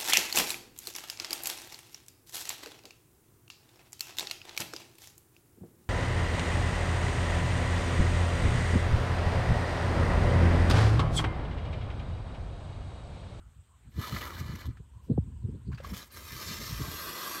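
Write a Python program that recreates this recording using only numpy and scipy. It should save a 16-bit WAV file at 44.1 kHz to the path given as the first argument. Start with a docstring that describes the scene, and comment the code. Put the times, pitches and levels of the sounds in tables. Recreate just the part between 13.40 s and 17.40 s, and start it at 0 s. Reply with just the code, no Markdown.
"""An elephant blows air and water out of its trunk at a muddy waterhole: a short wet blow,
a few spits and a puff, then a long hiss. The rushing air is noise, coloured by the trunk's
resonances (the pitches it rings at); the spits are bursting bubbles. Wind hits the
microphone in low thuds, while insects and far birds sound faintly in the rustling bush."""
import sys
import numpy as np
from scipy import signal
from scipy.fft import rfft, irfft
from scipy.io import wavfile
from scipy.ndimage import uniform_filter1d, map_coordinates

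SR = 44100
rng = np.random.default_rng(int(sys.argv[2]) if len(sys.argv) > 2 else 0)


def pcm_store(signal):
    """Save signal as 16-bit PCM."""
    levels = np.round(np.clip(np.atleast_2d(signal), -1, 1) * 32767)
    wavfile.write(sys.argv[1], SR, levels.astype(np.int16).T)


N = 176400
T, HZ = np.arange(N) / SR, np.fft.rfftfreq(N, 1 / SR)

# tone colour of each background noise (frequency [Hz], relative level [dB])
BUSH_COLOUR = [(100, 6), (500, -1), (800, 0), (1050, 0.5), (1500, 0), (2100, -6.5), (3000, -4),
               (4000, -8.5), (5300, -15), (7000, -10.5), (9000, -8), (10000, -19.5), (11000, -22),
               (12000, -15), (15000, -23)]
BREEZE_COLOUR = [(20, -50), (35, -11), (55, 6), (90, 5.5), (150, -7), (250, -13.5), (450, -31.5),
                 (900, -63)]
# bands of insect song (pitch [Hz], rough width [Hz], level [dB])
INSECT_BANDS = [(7230, 600, -84.5), (7820, 260, -83.5), (8220, 260, -80)]
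# how the song swells (time [s], level change [dB])
INSECT_LOUDNESS = [(0, -2.5), (.4, 0), (1.45, -3), (1.85, 0.5), (2.4, -2.5)]
# far bird notes (middle [s], half length [s], pitch [Hz], level [dB])
FAR_NOTES = [(0.007, 0.063, 1365, -67.5), (0.333, 0.038, 1040, -71.5), (1.59, 0.032, 1030, -67),
             (2.054, 0.017, 3700, -80), (2.158, 0.01, 3940, -75), (1.721, 0.023, 4000, -74.5),
             (1.834, 0.011, 3600, -76.5), (2.277, 0.023, 4340, -71)]
# the breeze arriving at the microphone (time [s], level [dB])
BREEZE_LOUDNESS = [(0, -55), (.3, -67), (.55, -55), (.85, -47.5), (1.1, -44.5), (1.5, -56), (1.65, -53),
                   (1.9, -44.5), (2.22, -48), (2.4, -43.5), (2.57, -47), (2.68, -65), (2.78, -50),
                   (3.02, -60.5), (3.42, -40), (3.65, -57), (4, -64)]
# gusts arriving there (middle [s], length [s], level [dB], upper edge [Hz])
GUSTS = [(0.073, 0.026, -50, 76), (0.187, 0.033, -49, 98), (0.478, 0.02, -47.5, 139),
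         (0.589, 0.018, -28, 179), (0.742, 0.027, -32, 160), (1.017, 0.013, -32, 187),
         (1.061, 0.015, -37.5, 157), (1.097, 0.013, -33, 183), (1.139, 0.032, -37.5, 201),
         (1.286, 0.026, -31.5, 145), (1.404, 0.0081, -39.5, 183), (1.566, 0.015, -44.5, 86.4),
         (1.715, 0.02, -29, 273), (1.746, 0.025, -31.5, 101), (1.7795, 0.0022, -28.5, 714),
         (1.824, 0.03, -39, 95), (1.876, 0.045, -42, 170), (2.055, 0.022, -30, 172),
         (2.093, 0.012, -31.5, 188), (2.151, 0.031, -38.5, 207), (2.289, 0.022, -31, 171),
         (2.341, 0.022, -35, 101), (2.531, 0.021, -34.5, 225), (2.929, 0.0083, -38.5, 179),
         (2.96, 0.023, -42, 110), (3.111, 0.059, -41, 177), (3.21, 0.041, -42.5, 206),
         (3.326, 0.038, -36.5, 147), (3.412, 0.016, -30, 225), (3.487, 0.016, -37, 148)]
# how the microphone colours both (frequency [Hz], level change [dB])
MIC_COLOUR = [(30, -4.5), (60, 1.5), (85, 2), (115, 2), (160, -2), (235, -1.5), (340, -2), (470, 3),
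              (650, -3.5), (1200, -12)]
# heavy thuds (start [s], swell time [s], first pitch [Hz], last pitch [Hz], level [dB])
WIND_THUDS = [(1.699, 0.0048, 298, 199, -18), (1.7092, 0.011, 536, 102, -18), (1.7765, 0.013, 943, 79, -17)]
# fine high sprays (middle [s], half length [s], level [dB])
MIST_BURSTS = [(0.999, 0.012, -49.5), (1.158, .005, -51.5), (1.656, 0.034, -74)]
# bubbles at the trunk tip (time [s], pitch [Hz], pop level [dB], spray level [dB])
BUBBLES = [(0.6385, 1240, -31, -41.5), (0.7234, 1240, -32.5, -45), (0.762, 1280, -29, -37),
           (.765, 2050, -35, -40), (0.8095, 2990, -41, -37.5), (0.826, 1910, -33, -39.5),
           (0.866, 1247, -33, -39), (0.9, 1350, -39, -50), (0.9214, 1094, -37, -59),
           (0.964, 1550, -52, -45), (1.15, 2000, -50, -45), (1.212, 2210, -50, -49),
           (1.3687, 1620, -55, -55.5), (2.316, 1055, -47, -52.5), (2.323, 2290, -54, -54),
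           (2.329, 1575, -46, -51), (2.344, 4660, -66, -51.5), (2.3744, 2600, -55, -50.5),
           (2.381, 1580, -42, -45.5), (2.401, 530, -36, -50.5), (2.437, 1580, -47, -47),
           (2.445, 1130, -35.5, -40), (2.501, 5400, -47, -54), (2.533, 1250, -57, -45),
           (2.619, 3960, -43, -52)]
# tone colour of each spray and air jet (frequency [Hz], relative level [dB])
MIST_COLOUR = [(1000, -15), (6000, 1), (10000, -12.5), (11800, 0), (15500, -8)]
SPRAY_COLOUR = [(300, -13), (1200, 5), (2000, 2), (4500, -4), (6500, -10), (10000, -21.5), (16000, -20)]
WET_COLOUR = [(260, -4), (450, -9), (600, -9), (790, -12.5), (1000, -6), (1250, -7), (1430, -7), (1980, -8),
              (2660, -21), (3000, -17.5), (4270, -16), (4880, -21.5), (6570, -23.5), (8570, -30),
              (10500, -30), (11700, -20.5), (15500, -29.5)]
PUFF_COLOUR = [(260, 2.5), (450, 0), (790, -8.5), (1210, -0.5), (1520, -4), (1680, -4), (2430, -2),
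               (2620, -14), (3180, -6), (6660, -11), (9790, -24), (11700, -13), (15500, -20)]
NARROW_COLOUR = [(260, -2), (450, -4), (642, -7), (802, -19.5), (916, -4.5), (1200, -1), (1450, -9),
                 (1580, -1), (1860, -4.5), (2040, 0), (2620, -9), (4150, -2), (6500, -7), (8000, -13.5),
                 (10300, -15.5), (12000, -5.5), (15500, -14.5)]
OPEN_COLOUR = [(88, -41), (150, -3.5), (189, -7), (248, -13), (352, -5), (420, -10.5), (656, -11),
               (796, -17.5), (1150, -2.5), (1420, -11), (1570, -9), (2230, -12.5), (4000, -8.5),
               (6500, -12.5), (9000, -16), (10400, -16), (11800, -6), (15500, -17.5)]
# resonances for each shape of the trunk (pitch [Hz], width [Hz], relative strength [dB])
WET_RESONANCES = [(1013, 60, -14), (1240, 88, -10), (1733, 19, -6), (1990, 31, -7.5), (2200, 35, -3.5),
                  (2386, 36, 1), (3020, 60, -15), (3800, 160, -16), (4150, 90, -5), (4450, 130, -14),
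                  (5320, 150, -18)]
PUFF_RESONANCES = [(1235, 310, -9), (1670, 120, 5), (2080, 100, -3), (3090, 200, -3), (4320, 170, 0.5),
                   (5400, 220, 0)]
NARROW_RESONANCES = [(1250, 200, 2.5), (1598, 43, 2.5), (1763, 21, 4.5), (2036, 37, -2.5), (2400, 70, -6),
                     (3110, 83, -4), (3390, 49, -7), (3680, 69, -8), (4025, 41, -2), (4250, 64, -1),
                     (4610, 32, -3), (5340, 340, -9)]
OPEN_RESONANCES = [(1060, 400, -9), (1588, 33, -4.5), (1780, 23, -11), (1985, 25, -5.5), (3260, 42, -6),
                   (3403, 55, -5), (3680, 68, -11), (4196, 110, 0), (4630, 70, -10), (5000, 64, -21),
                   (5620, 160, -9), (6500, 380, -14)]
# strength of the crowded upper resonances (frequency [Hz], share [0-1])
RIPPLE_STRENGTH = [(500, 0.16), (5500, 0.55), (11000, 0.28)]
# air flow of each blow, before blow() adds its boosts
# (time [s], hiss level [dB], lows relative to hiss [dB], top treble relative to hiss [dB])
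WET_FLOW = [(0.5, -101, 5, 17), (0.52, -76.5, 2.5, -6), (0.608, -49, 2.5, -7), (0.822, -48, 3, -5),
            (0.894, -53, 7, -6), (1.18, -57, 5, -10.5), (1.212, -53, 5.5, -7), (1.252, -64, 11, -11),
            (1.267, -56.5, -1, -1), (1.284, -76, 7, -6), (1.29, -63, 1, -20), (1.36, -90, 18, 0)]
PUFF_FLOW = [(2.41, -79, 8, -20), (2.43, -69, 12, -5), (2.442, -55, 6, -12), (2.512, -57, 3.5, -1),
             (2.532, -67, 9, 2), (2.536, -48, 0, -6), (2.565, -46, -2, -4), (2.634, -53, -2.5, -7.5),
             (2.678, -62, 0, 2), (2.71, -79, 11, -7)]
LONG_FLOW = [(2.71, -61, 2, -12), (2.724, -62, 1, 5.5), (2.77, -52.5, 3, -3.5), (2.81, -55.5, 1.5, -0.5),
             (3.108, -42, -2, -8), (3.194, -46, -0.5, -8), (3.276, -43.5, -4, -8), (3.338, -47, -0.5, -6.5),
             (3.654, -45, 2.5, -5), (3.942, -43, 2.5, -5.5), (4.0, -44.5, 5, -5)]


def amp(db):
    """Turns decibels into a gain to multiply by."""
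    return 10 ** (np.asarray(db) / 20)


def unit(x):
    """Scales x to an average strength (rms) of 1."""
    return x / np.sqrt(np.mean(x ** 2) + 1e-20)


def colour(points):
    """A gain for every frequency, from (frequency [Hz], level [dB]) points."""
    hz, db = np.transpose(points)
    return amp(np.interp(np.log(HZ + 1), np.log(hz), db))


def shaped(x, gain):
    """Filters x by a gain at every frequency."""
    return irfft(rfft(x) * gain)


def noise(gain):
    """Coloured noise of strength 1."""
    return unit(shaped(rng.standard_normal(N), gain))


def wander(hz):
    """A smooth random wobble, up to about hz changes a second."""
    return noise(np.exp(-(HZ / hz) ** 2))


def patchy(x, depth_db, span_hz, span_s):
    """Makes random patches of pitch and time louder or softer."""
    frames = dict(nperseg=512, noverlap=384)
    grid = signal.stft(x, **frames)[2]
    across = np.fft.fftfreq(grid.shape[0], SR / 512)[:, None]
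    along = np.fft.fftfreq(grid.shape[1], 128 / SR)
    blur = np.exp(-(across * span_hz) ** 2 - (along * span_s) ** 2)
    patches = np.fft.ifft2(np.fft.fft2(rng.standard_normal(grid.shape)) * blur).real
    return signal.istft(grid * amp(depth_db * unit(patches)), **frames)[1][:N]


def bush(level_db=-71):
    """The bush rustles: a soft hush whose colour keeps shifting."""
    return amp(level_db) * unit(patchy(noise(colour(BUSH_COLOUR)), 2.0, span_hz=1190, span_s=0.067))


def insects(shimmer_db=1.5):
    """Insects shrill in narrow, shimmering bands of high noise."""
    song = sum(amp(db) * noise(1 / (1 + ((HZ - hz) / width * 1.8) ** 2))
               for hz, width, db in INSECT_BANDS)
    return song * amp(np.interp(T, *np.transpose(INSECT_LOUDNESS)) + shimmer_db * wander(60))


def far_birds(blur=0.12, chatter_start_s=0.9, beats_per_s=21, chatter_db=-76.5):
    """Single notes blurred by distance, and a low bird that starts chattering."""
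    def band(hz, width_hz):
        return noise(np.exp(-((HZ - hz) / width_hz) ** 2))
    notes = sum(amp(db) * np.exp(-((T - s) / half) ** 2) * band(hz, blur * hz)
                for s, half, hz, db in FAR_NOTES)
    beats = np.sin(np.pi * (beats_per_s * T + 0.075 * wander(5.6))) ** 2
    chatter = unit(beats * band(hz=980, width_hz=110))
    return notes + amp(chatter_db) * (T > chatter_start_s) * chatter


def wind(low_hz=61.4):
    """A low breeze with short gusts that thump the microphone; each gust reaches up to its own upper edge."""
    out = noise(colour(BREEZE_COLOUR)) * amp(np.interp(T, *np.transpose(BREEZE_LOUDNESS)))
    t, hz = np.arange(-8192, 8192) / SR, np.fft.rfftfreq(16384, 1 / SR) + 1
    for s, length, db, edge_hz in GUSTS:
        band = 1 / np.sqrt((1 + (hz / edge_hz) ** 5.88) * (1 + (low_hz / hz) ** 4.2))
        trim = 1 / np.sqrt((1 + (45 / hz) ** 10) * (1 + (hz / edge_hz / 2.4) ** 10))
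        swell = 1 / np.cosh(2 * t / length)
        swirl = shaped(rng.standard_normal(len(t)), band)
        gust = unit(shaped(swirl * swell, trim)) * np.sqrt(np.mean(swell ** 2))
        out += np.interp(T, s + t, amp(db) * gust, 0, 0)
    return shaped(out, colour(MIC_COLOUR))


def thuds(wobble=0.11, fall_s=0.00452):
    """Each heavy thud of wind swells quickly while its pitch drops from a knock to a low boom."""
    out = np.zeros(N)
    for s, swell_s, first_hz, last_hz, db in WIND_THUDS:
        t = np.maximum(T - s, 0)
        hz = last_hz + (first_hz - last_hz) * np.exp(-t / fall_s)
        hz *= 1 + wobble * wander(290)
        swell = (t / swell_s * np.exp((1 - (t / swell_s) ** 2) / 2)) ** 1.12
        out += amp(db) * swell * np.sin(2 * np.pi * np.cumsum(hz * (t > 0)) / SR)
    return shaped(out, 1 / (1 + (45 / (HZ + 1)) ** 4))


def mists():
    """Thin jets of spray escape around the trunk tip."""
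    bursts = sum(amp(db) * np.exp(-((T - s) / half) ** 2) for s, half, db in MIST_BURSTS)
    return noise(colour(MIST_COLOUR)) * bursts


def spits(pop_rise_s=0.0012, pop_fade_s=0.0058, glide_per_s=2.1,
          spray_rise_s=0.0034, spray_fade_s=0.012):
    """Each bursting bubble rings briefly, rising in pitch, and throws a little spray."""
    out, t = np.zeros(N), np.arange(3000) / SR
    for s, hz, pop_db, spray_db in BUBBLES:
        at = slice(round(s * SR), round(s * SR) + len(t))
        pop = np.sin(2 * np.pi * hz * (t + glide_per_s * t ** 2 / 2))
        pop *= np.minimum(t / pop_rise_s, 1) * np.exp(-t / pop_fade_s)
        # the bubble's hollow lifts the spray around its pitch
        hollow = amp(12.5 / (1 + ((HZ - hz) / 262) ** 2))
        spray = noise(colour(SPRAY_COLOUR) * hollow)[at]
        spray *= np.minimum(t / spray_rise_s, 1) ** 1.1 * np.exp(-t / spray_fade_s)
        out[at] += amp(pop_db) * pop + amp(spray_db) * spray
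    return out


def flexing(air, bend=0.007, bend_hz=2.6):
    """The moving trunk bends its resonances a little, and water in the jet shifts its colour."""
    bent = map_coordinates(air, [np.cumsum(1 + bend * wander(bend_hz))], order=5, mode="wrap")
    return patchy(bent, depth_db=1.35, span_hz=1130, span_s=0.054)


def drifting(air):
    """The crowded upper resonances come and go as the nostrils change shape."""
    upper = shaped(air, 1 / (1 + (2000 / (HZ + 1)) ** 4))
    return air - upper + unit(patchy(upper, depth_db=2.5, span_hz=130, span_s=0.24)) * np.std(upper)


def trunk_tube(resonances, ring, ripple_db, ripple_hz=95):
    """The trunk's gain at each frequency: main peaks, plus random ripples for the crowded upper ones."""
    power = sum(amp(db) ** 2 / (1 + (2 * (HZ - hz) / width) ** 2) for hz, width, db in resonances)
    peaks = (power / uniform_filter1d(power, size=2400)) ** (ring / 2)
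    bump = np.exp(-(np.arange(-400, 401) * HZ[1] / ripple_hz * 2) ** 2)
    ripples = unit(signal.oaconvolve(rng.standard_normal(len(HZ)), bump, "same"))
    return peaks * amp(ripple_db * ripples * np.interp(HZ, *np.transpose(RIPPLE_STRENGTH)))


def jet(spectrum, resonances, ring, ripple_db, drops_db, flutter_db, drops_per_s=900, low_hz=170):
    """Fluttering air and ticking water drops, coloured by the trunk."""
    tube = trunk_tube(resonances, ring, ripple_db)
    sizes = rng.standard_normal(N) * amp(4 * np.minimum(rng.exponential(1, N), 4))
    drops = sizes * (rng.random(N) < drops_per_s / SR)
    rush = rng.standard_normal(N) + amp(drops_db) * unit(drops)
    flutter = amp(flutter_db * wander(70))
    bass_cut = 1 / np.sqrt(1 + (low_hz / (HZ + 1)) ** 6)
    return flexing(shaped(rush * flutter, colour(spectrum) * tube * bass_cut))


def blow(air, flow, low_db, hiss_db, top_db):
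    """The lows, hiss and top treble of a jet follow the air flow, each with its own boost or cut."""
    s, level, low, top = np.transpose(flow)
    below = 1 / (1 + (HZ / 2430) ** 10)
    above = 1 - 1 / (1 + (HZ / 7400) ** 10)
    bands = [(below, level + low + low_db), (1 - below - above, level + hiss_db),
             (above, level + top + top_db)]
    fade = np.clip(np.minimum(T - s[0], s[-1] - T) / 0.013 + 1, 0, 1)
    return fade * sum(unit(shaped(air, band)) * amp(np.interp(T, s, db)) for band, db in bands)


def trunk_air(half_open_s=3.335, opening_s=0.75):
    """The elephant gives a sputtering blow, a puff, and a long blow during which its nostrils open."""
    wet = jet(WET_COLOUR, WET_RESONANCES, ring=0.71, ripple_db=2, drops_db=-6, flutter_db=1.6)
    puff = jet(PUFF_COLOUR, PUFF_RESONANCES, ring=0.77, ripple_db=5.5, drops_db=-3.5, flutter_db=1.5)
    narrow = jet(NARROW_COLOUR, NARROW_RESONANCES, ring=0.86, ripple_db=4.5, drops_db=-6, flutter_db=0.5)
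    wide = jet(OPEN_COLOUR, OPEN_RESONANCES, ring=0.87, ripple_db=2, drops_db=-10.5, flutter_db=0.65)
    blend = np.pi / 2 * np.clip((T - half_open_s) / opening_s + 0.5, 0, 1)
    steady = drifting(np.cos(blend) * unit(narrow) + np.sin(blend) * unit(wide))
    return (blow(wet, WET_FLOW, low_db=0, hiss_db=0, top_db=1.8)
            + blow(puff, PUFF_FLOW, low_db=-0.5, hiss_db=-1.2, top_db=1.7)
            + blow(steady, LONG_FLOW, low_db=-0.5, hiss_db=0.44, top_db=2))


def scene():
    """Trunk, wind and bush, added into one channel."""
    return (trunk_air() + spits() + mists() + wind() + thuds() + insects() + bush() + far_birds())[None]


def record(dry, edge_hz=15820):
    """Cuts away the very highest treble."""
    treble_cut = signal.firwin(1023, edge_hz, window=("kaiser", 9), fs=SR)
    return signal.oaconvolve(dry, treble_cut[None], "same")


dry = scene()
out = record(dry)
pcm_store(out)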